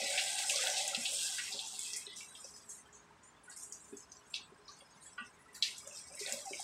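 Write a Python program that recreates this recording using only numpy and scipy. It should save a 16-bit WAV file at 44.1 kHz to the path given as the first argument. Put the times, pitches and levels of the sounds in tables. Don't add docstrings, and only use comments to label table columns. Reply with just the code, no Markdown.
import sys
import numpy as np
from scipy import signal
from scipy.fft import rfft, irfft, next_fast_len
from scipy.io import wavfile
from scipy.ndimage import uniform_filter1d

SR = 44100
rng = np.random.default_rng(int(sys.argv[2]) if len(sys.argv) > 2 else 0)


def file_out(sig):
    cols = np.atleast_2d(sig).T
    lim = np.clip(cols, -1, 1)
    pcm = np.round(lim * 32767).astype(np.int16)
    wavfile.write(sys.argv[1], SR, pcm)


N = 292383

# (time [s], fine fizz [dB], coarse fizz [dB], wet crackle [dB])
SIZZLE_LEVELS = [(0.0, -38.5, -38.5, -45), (0.46, -38.5, -45, -49), (0.68, -35.5, -37, -43.5),
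                 (0.96, -41, -44.5, -50.5), (1.2, -35.5, -43.5, -58), (1.48, -42, -47.5, -51),
                 (1.68, -44, -52.5, -68), (1.9, -43, -47.5, -52), (2.03, -49, -53.5, -56.5),
                 (2.3, -49.5, -55.5, -58), (2.6, -49.5, -63.5, -87), (3.4, -65, -79, -86),
                 (3.55, -55, -70.5, -81), (4.1, -50, -67, -105), (4.5, -57, -82, -77),
                 (5.07, -50, -55, -78), (5.5, -54.5, -89, -56), (5.7, -49.5, -76, -59),
                 (5.95, -46.5, -56, -59.5), (6.13, -48.5, -63, -60), (6.28, -43, -46, -46.5),
                 (6.45, -47, -62, -59.5), (6.63, -44, -54, -58.5)]
# (frequency [Hz], relative level [dB])
FINE_COLOUR = [(2350, -14), (4000, -11), (4390, -15.5), (5040, -0.5), (6220, -2), (8160, 1), (11000, -14),
               (14900, -24.5), (16000, -29)]
COARSE_COLOUR = [(2300, -6), (2900, -1.5), (3300, 6), (4000, 1), (4600, 3.5), (5300, -8), (6500, -48)]
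WET_COLOUR = [(1500, -53), (1950, 9), (2300, 0), (2650, 3), (3200, -33.5)]
FINE_SPLIT_HZ, COARSE_SPLIT_HZ = 6320, 5230
WANDER_DB, WANDER_S = 2.5, 0.15
WHISTLES_PER_S, WHISTLE_S, WHISTLE_SHARE = 550, 0.017, 0.44
# (frequency [Hz], width [Hz], level before SHELL_DB is added [dB])
SHELL_MODES = [(2270, 65, 0.5), (2600, 22, -1), (2725, 107, -5), (3347, 25, -5.5), (3890, 40, 1),
               (5170, 41, -17), (8110, 920, -9.5)]
SHELL_DB = 1.5
# (time [s], lower bowl drone [dB], upper bowl drone [dB], blade rasp [dB])
DRAG_LEVELS = [
    [(0.0, -45, -50, -52), (0.08, -50.5, -54, -69), (0.11, -47, -48, -50.5), (0.324, -57.5, -49.5, -54),
     (0.4, -60.5, -46.5, -48.5), (0.53, -48.5, -53.5, -57), (0.606, -47, -62, -45.5), (0.68, -47, -43, -45),
     (0.816, -52.5, -49, -56.5), (1.198, -57, -59, -53), (1.308, -61, -53, -55), (1.438, -76, -70, -52.5),
     (1.554, -55, -55, -62), (1.8, -84, -61, -85)],
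    [(5.75, -91, -80, -83), (5.834, -60, -89, -76), (5.876, -53.5, -61, -52), (5.914, -60, -75, -57),
     (6.08, -82, -82, -80), (6.114, -51.5, -51, -70), (6.23, -72, -89, -110), (6.274, -50, -48.5, -45.5),
     (6.356, -49, -79, -65), (6.474, -62.5, -46.5, -87), (6.524, -54.5, -60, -79), (6.57, -55, -75, -75),
     (6.6, -75, -46.5, -88), (6.63, -77, -68, -76)],
]
# (frequency [Hz], width [Hz])
BOWL_MODES = [(570, 75), (775, 78)]
# (frequency [Hz], width [Hz], relative level [dB])
BLADE_MODES = [(1577, 220, 0), (1306, 185, -14)]
# (frequency [Hz], relative level [dB])
STEADY_COLOUR = [(15, -46), (25, -31), (64, -7), (123, -10.5), (170, -5.5), (344, -10), (503, -12),
                 (1040, -4.5), (1480, -7.5), (3340, -15), (8140, -22), (11000, -31), (14800, -42),
                 (16000, -32)]
STEADY_DB = -48
# (frequency [Hz], width [Hz], level [dB])
FAN_MODES = [(236, 72, -82), (414.2, 7.5, -62), (1028, 13, -61.5), (1625, 120, -60)]
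# (time [s], peak level [dB], best excited pitch [Hz], contact fade [s])
KNOCK_EVENTS = [(0.019, -39.5, 334, 0.044), (0.639, -34, 594, 0.017), (0.975, -41.5, 236, 0.0082),
                (1.385, -34.5, 1700, 0.014), (1.539, -42.5, 319, 0.022), (2.07, -42.5, 410, 0.0088),
                (2.445, -39.5, 570, 0.014), (3.479, -41.5, 1480, 0.013), (3.497, -40.5, 850, 0.0066),
                (3.927, -35, 340, 0.021), (4.521, -40.5, 333, 0.0063), (4.819, -41.5, 590, 0.004),
                (5.181, -31, 1350, 0.02), (5.197, -34, 1290, 0.017), (5.207, -44.5, 233, 0.027),
                (5.871, -41, 586, 0.024), (6.111, -42, 514, 0.0097), (6.208, -40, 400, 0.0046),
                (6.265, -38.5, 620, 0.004), (6.319, -46.5, 250, 0.012), (6.51, -37, 390, 0.025)]
# (frequency [Hz], relative level [dB], time to fade by 60 dB [s])
WOK_MODES = [(236, 5, 0.16), (286.5, -2, 0.14), (409.5, 5.5, 0.092), (548.4, 6.5, 0.047), (758, 10.5, 0.04),
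             (880, 5, 0.079), (1162, -2, 0.29), (1470, 4, 0.069), (1927, 3, 0.18), (2815, 2.5, 0.39)]
# (time [s], peak level [dB], frequency [Hz], length [s])
WORKTOP_BUMP = (6.062, -52, 85, .035)
# (time [s], level before its swell and fade [dB], bubble pitch [Hz], spread [octaves], time to fade by 60 dB [s])
SPLASH_EVENTS = [(0.174, -23, 3070, 0.87, 0.17), (0.38, -31, 3500, 0.95, 0.15),
                 (0.492, -29.5, 6230, 0.55, 0.35), (0.655, -36, 5000, 1.3, 0.15),
                 (0.945, -35, 3160, 0.77, .15), (0.765, -29, 4530, .6, 0.19),
                 (1.05, -31.5, 3420, 0.42, 0.21), (1.385, -33, 2600, 0.88, 0.15),
                 (1.59, -44, 3580, 0.42, 0.28), (1.93, -51, 6500, .6, 0.2), (2.061, -64, 3350, .4, 0.17),
                 (2.16, -43.5, 6200, 0.58, 0.53), (2.35, -49, 6160, 0.62, 1),
                 (2.689, -42, 6600, 0.51, 0.44), (2.929, -49, 6950, .35, 0.91),
                 (3.229, -49, 7040, 0.28, 0.79), (3.43, -52, 8000, 0.34, 1),
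                 (3.497, -49.5, 4660, 0.6, 0.81), (3.563, -45.5, 6850, 0.47, 1),
                 (3.89, -76, 7400, 0.48, .5), (4.118, -61, 5650, .6, 0.32),
                 (4.337, -35.5, 3680, 0.81, 0.23), (4.68, -48, 6000, 0.54, 0.73),
                 (5.02, -48.5, 7950, 0.28, 0.46), (5.18, -47, 2830, 0.2, 0.28),
                 (5.54, -43, 5100, 0.93, 0.23), (5.623, -33, 3650, 0.88, 0.37),
                 (6.19, -39.5, 5300, 0.7, 0.26), (6.264, -45, 3500, 1, 0.11), (6.321, -40, 5560, .8, 0.35),
                 (6.529, -51, 2750, 0.3, 0.11)]
SPLASH_RISE_S = 0.0032
# (time [s], peak level [dB], centre [Hz], time for the tail to fade by 60 dB [s],
# spray under the snap [dB])
SPIT_EVENTS = [(0.178, -23.5, 2370, 0.12, -2), (0.389, -25.5, 3940, 0.053, 2),
               (0.4968, -22, 2720, 0.12, -1), (0.5595, -18.5, 4900, 0.08, 1),
               (0.6708, -19, 3310, 0.074, -7), (0.8785, -20, 7500, 0.087, -5),
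               (0.9471, -20, 3450, 0.063, 0), (1.1119, -40, 7860, 0.13, -10), (1.134, -26, 8600, 0.14, -8),
               (1.384, -26.5, 1900, 0.12, -16), (1.5233, -28.5, 4160, 0.43, 1),
               (1.5911, -26, 3550, 0.13, -10), (1.6734, -28, 7300, 0.071, 4), (1.745, -43, 3780, 0.079, -1),
               (1.7926, -23, 7850, 0.057, -39), (1.83, -26, 7860, 0.049, -14),
               (1.933, -23.5, 5600, 0.16, -2), (1.963, -26.5, 7900, 0.18, 11),
               (2.0666, -30.5, 3700, 0.083, 2), (2.1637, -40, 6170, 0.22, -6),
               (2.207, -34.5, 2580, .15, -8), (2.3516, -35, 3240, 0.12, -6), (2.443, -33, 5800, 0.12, 2),
               (2.5635, -34, 6000, 0.11, -13), (2.6162, -36.5, 5450, 0.074, 0),
               (2.6918, -35.5, 7200, 0.17, 14), (2.9294, -30.5, 6400, 0.42, -14),
               (3.4974, -34, 7630, 0.24, -2.5), (3.5641, -29.5, 7900, 0.065, -30),
               (3.6327, -33.5, 7500, 0.15, -1), (3.698, -42, 8400, 0.095, -11),
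               (3.724, -26.5, 6420, 0.2, -8.5), (3.8437, -39.5, 6680, 0.33, -2),
               (3.969, -34.5, 6670, 0.17, -6), (4.061, -63, 7370, 0.12, -14),
               (4.119, -31.5, 5760, 0.096, -4), (4.1688, -33, 5300, 0.063, -50),
               (4.301, -37, 7600, 0.39, 2), (4.341, -22.5, 3420, 0.17, -15), (4.681, -36.5, 4620, 0.18, -7),
               (4.807, -35, 3270, 0.12, -15), (5.012, -44, 7400, 0.17, -35),
               (5.0396, -39.5, 7880, 0.15, -12), (5.1796, -35, 2670, 0.3, -24),
               (5.5323, -36.5, 8300, 0.25, -29), (5.55, -37.5, 7700, 0.24, -2),
               (5.6246, -15, 4160, 0.17, -10), (5.7474, -37, 4780, 0.063, -30),
               (5.7816, -26, 7460, 0.083, -6), (5.83, -42, 7570, 0.082, -4),
               (5.875, -28.5, 7300, 0.071, -14), (5.9112, -39, 2590, 0.16, -6),
               (5.9714, -34, 5130, 0.13, -1), (6.151, -35, 8500, 0.14, -11), (6.1916, -32, 6200, 0.22, -13),
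               (6.2628, -25, 4000, 0.096, -24), (6.323, -19, 7170, 0.041, 2), (6.4556, -36, 6760, 0.15, 0),
               (6.4875, -38, 5170, 0.16, 0), (6.5324, -30.5, 2320, 0.13, -8), (6.602, -28, 7960, 0.066, -9)]
# (time [s], peak level [dB], starting pitch [Hz])
PLOP_EVENTS = [(0.535, -42, 1103), (0.59, -41.5, 1250), (0.932, -39, 1345), (1.537, -44.5, 905),
               (1.62, -45.5, 890), (1.64, -46, 883), (1.73, -47, 890), (2.141, -45, 1026),
               (2.172, -48, 1010), (2.855, -48, 865), (3.106, -47.5, 880), (4.687, -44.5, 1120),
               (5.83, -43.5, 1200), (5.87, -44, 1247), (6.251, -41, 1464)]
PLOP_CYCLES, PLOP_GLIDE = 10.8, 0.012
SUPPRESS_DB, BASS_LIFT_DB, BASS_OVER, BASS_HZ = -21, 9, 1.3, 1500
OVER, HOLD_S, MEMORY, QUIET_SHARE = 0.8, 0.024, 0.96, 0.19
TOP_HZ = 15700


def undb(db):
    return 10 ** (np.asarray(db) / 20)


def level(x, db):
    return x * undb(db) / np.sqrt(np.mean(x ** 2))


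def colour(x, points):
    hz, db = np.transpose(points)
    size = next_fast_len(len(x))
    log_hz = np.log(np.arange(size // 2 + 1) * SR / size + 1)
    gain = undb(np.interp(log_hz, np.log(hz), db, -90, -90))
    return irfft(rfft(x, size) * gain, size)[:len(x)]


def band(x, hz, width):
    return signal.lfilter(*signal.iirpeak(hz, hz / width, fs=SR), x)


def curve(table):
    s, *columns = np.transpose(table)
    return [undb(np.interp(np.arange(N) / SR, s, c, -120, -120)) for c in columns]


def add(out, s, x):
    i = int(s * SR)
    out[i:i + len(x)] += x[:N - i]


def clock(seconds):
    return np.arange(int(seconds * SR)) / SR


def decay(t, t60):
    return np.exp(-np.log(1000) * t / t60)


def fizz(rate, spread_db, share, flicker_db):
    sizes = undb(spread_db * rng.random(N))
    pops = (rng.random(N) < rate / SR) * sizes * np.sign(rng.standard_normal(N))
    steps = np.repeat(rng.standard_normal(N // 1300 + 1), 1300)
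    clumps = uniform_filter1d(steps, 600)[:N]
    steam = rng.standard_normal(N)
    return (level(pops, 0) * share + steam) * undb(flicker_db * clumps)


def whistles():
    out, t = np.zeros(N), clock(0.12)
    shape = t / WHISTLE_S * np.exp(-2 * t / WHISTLE_S)
    for when, pitch, size in rng.random((int(WHISTLES_PER_S * N / SR), 3)):
        hz = 1700 * 7 ** pitch
        strength = np.sqrt(-hz * np.log(1 - size))
        add(out, when * N / SR, shape * strength * np.sin(2 * np.pi * hz * t))
    return level(out, 0)


def wander():
    knots = np.arange(0, N / SR + 1, WANDER_S)
    drift = np.interp(np.arange(N) / SR, knots, rng.standard_normal(len(knots)))
    return undb(WANDER_DB * drift)


def tilt(x, hz, gain):
    top = colour(x, [(20, -60), (0.93 * hz, -30), (1.07 * hz, 0), (20000, 0)])
    return top * np.sqrt(gain) + (x - top) / np.sqrt(gain)


def sizzle():
    fine_gain, coarse_gain, wet_gain = curve(SIZZLE_LEVELS)
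    song = WHISTLE_SHARE * whistles()
    fine = level(colour(fizz(900, 21, 0.9, 1.14) + song, FINE_COLOUR), 0)
    coarse = level(colour(fizz(400, 6.4, 1.0, 2.6) + song, COARSE_COLOUR), 0)
    wet = level(colour(fizz(200, 31.0, 0.25, 2.35) + song, WET_COLOUR), 0)
    fine = tilt(fine, FINE_SPLIT_HZ, wander())
    coarse = tilt(coarse, COARSE_SPLIT_HZ, wander())
    return fine_gain * fine + coarse_gain * coarse + wet_gain * wet


def shell(x):
    return x + sum(undb(SHELL_DB + db) * band(x, hz, width) for hz, width, db in SHELL_MODES)


def rub(hz, width):
    return band(band(rng.standard_normal(N), hz, width), hz, 3 * width)


def drag():
    *drone_gains, rasp_gain = np.sum([curve(part) for part in DRAG_LEVELS], axis=0)
    bowl = sum(gain * level(rub(hz, width), 0) for gain, (hz, width) in zip(drone_gains, BOWL_MODES))
    blade = sum(undb(db) * rub(hz, width) for hz, width, db in BLADE_MODES)
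    return bowl + rasp_gain * level(blade, 0)


def steady():
    rush = level(colour(rng.standard_normal(N), STEADY_COLOUR), STEADY_DB)
    housing = sum(level(band(rng.standard_normal(N), hz, width), db) for hz, width, db in FAN_MODES)
    return rush + housing


def knocks():
    out, t = np.zeros(N), clock(0.3)
    for s, db, hz, contact in KNOCK_EVENTS:
        ring = np.zeros(len(t))
        for mode_hz, mode_db, t60 in WOK_MODES:
            gain = undb(mode_db - 22.4 * np.log2(mode_hz / hz) ** 2)
            ring += gain * np.sin(2 * np.pi * mode_hz * t) * decay(t, t60)
        grit = rng.standard_normal(len(t)) * np.exp(-t / contact)
        push = band((t == 0) * 70 + grit, hz, 0.56 * hz)
        hit = signal.fftconvolve(push, ring)[:len(t)]
        add(out, s, hit * undb(db) / np.abs(hit).max())
    return out


def thump():
    out, t = np.zeros(N), clock(0.3)
    s, db, hz, length = WORKTOP_BUMP
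    swell = np.sin(np.pi * np.minimum(t / length, 1)) ** 2
    add(out, s, undb(db) * np.sin(2 * np.pi * hz * t) * swell)
    return out


def splashes():
    out, t = np.zeros(N), clock(0.5)
    froth = fizz(600, 18, 0.6, 2) + WHISTLE_SHARE * whistles()
    scale = np.geomspace(500, 20000, num=40)
    for k, (s, db, hz, spread, t60) in enumerate(SPLASH_EVENTS):
        bell = np.transpose([scale, -6 * (np.log2(scale / hz) / spread) ** 2])
        piece = np.roll(froth, -k * N // len(SPLASH_EVENTS))[:len(t)]
        patch = level(colour(piece, bell), db)
        add(out, s, patch * (1 - np.exp(-t / SPLASH_RISE_S)) * decay(t, t60))
    return out


def spits():
    out, t = np.zeros(N), clock(0.3)
    for s, db, hz, t60, spray_db in SPIT_EVENTS:
        fade = np.exp(-t / 0.0015) + undb(spray_db) * decay(t, t60)
        burst = (t == 0) * 3 + rng.standard_normal(len(t)) * fade
        burst = band(band(burst, hz, 0.42 * hz), hz, 0.42 * hz)
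        add(out, s, burst * undb(db) / np.abs(burst).max())
    return out


def plops():
    out, t = np.zeros(N), clock(0.1)
    for s, db, hz in PLOP_EVENTS:
        age = t * hz / PLOP_CYCLES
        swell = np.e * 3 * age * np.exp(-3 * age)
        tone = np.sin(2 * np.pi * hz * t * (1 + PLOP_GLIDE * age))
        add(out, s, undb(db) * swell * tone)
    return out


def scene():
    on_wall = shell(sizzle() + splashes() + spits()) * undb(-3.0)
    return (on_wall + drag() + steady() + knocks() + thump() + plops())[None]


def suppress(x):
    hz, _, z = signal.stft(x, SR, nperseg=768, noverlap=640)
    power = np.abs(z) ** 2
    keep = np.exp(-128 / SR / HOLD_S)
    held = signal.lfilter([1 - keep], [1, -keep], power, axis=1)
    quiet = np.quantile(held, QUIET_SHARE, axis=1, keepdims=True)
    bass = np.exp(-hz / BASS_HZ)
    over = (OVER + BASS_OVER * bass)[:, None]
    remainder = undb(SUPPRESS_DB + BASS_LIFT_DB * bass)
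    ratio = np.maximum(held, 0.77 * power) / (over * quiet)
    gain, passed = np.empty(z.shape), ratio[:, 0]
    for k in range(z.shape[1]):
        guess = MEMORY * passed + (1 - MEMORY) * np.maximum(ratio[:, k] - 1, 0)
        gain[:, k] = np.maximum(guess / (1 + guess), remainder)
        passed = gain[:, k] ** 2 * ratio[:, k]
    return signal.istft(z * gain, SR, nperseg=768, noverlap=640)[1][:N]


def record(dry):
    top_cut = signal.ellip(10, 0.2, 70, TOP_HZ, fs=SR, output="sos")
    return signal.sosfilt(top_cut, suppress(dry[0]))[None]


dry = scene()
out = record(dry)
file_out(out)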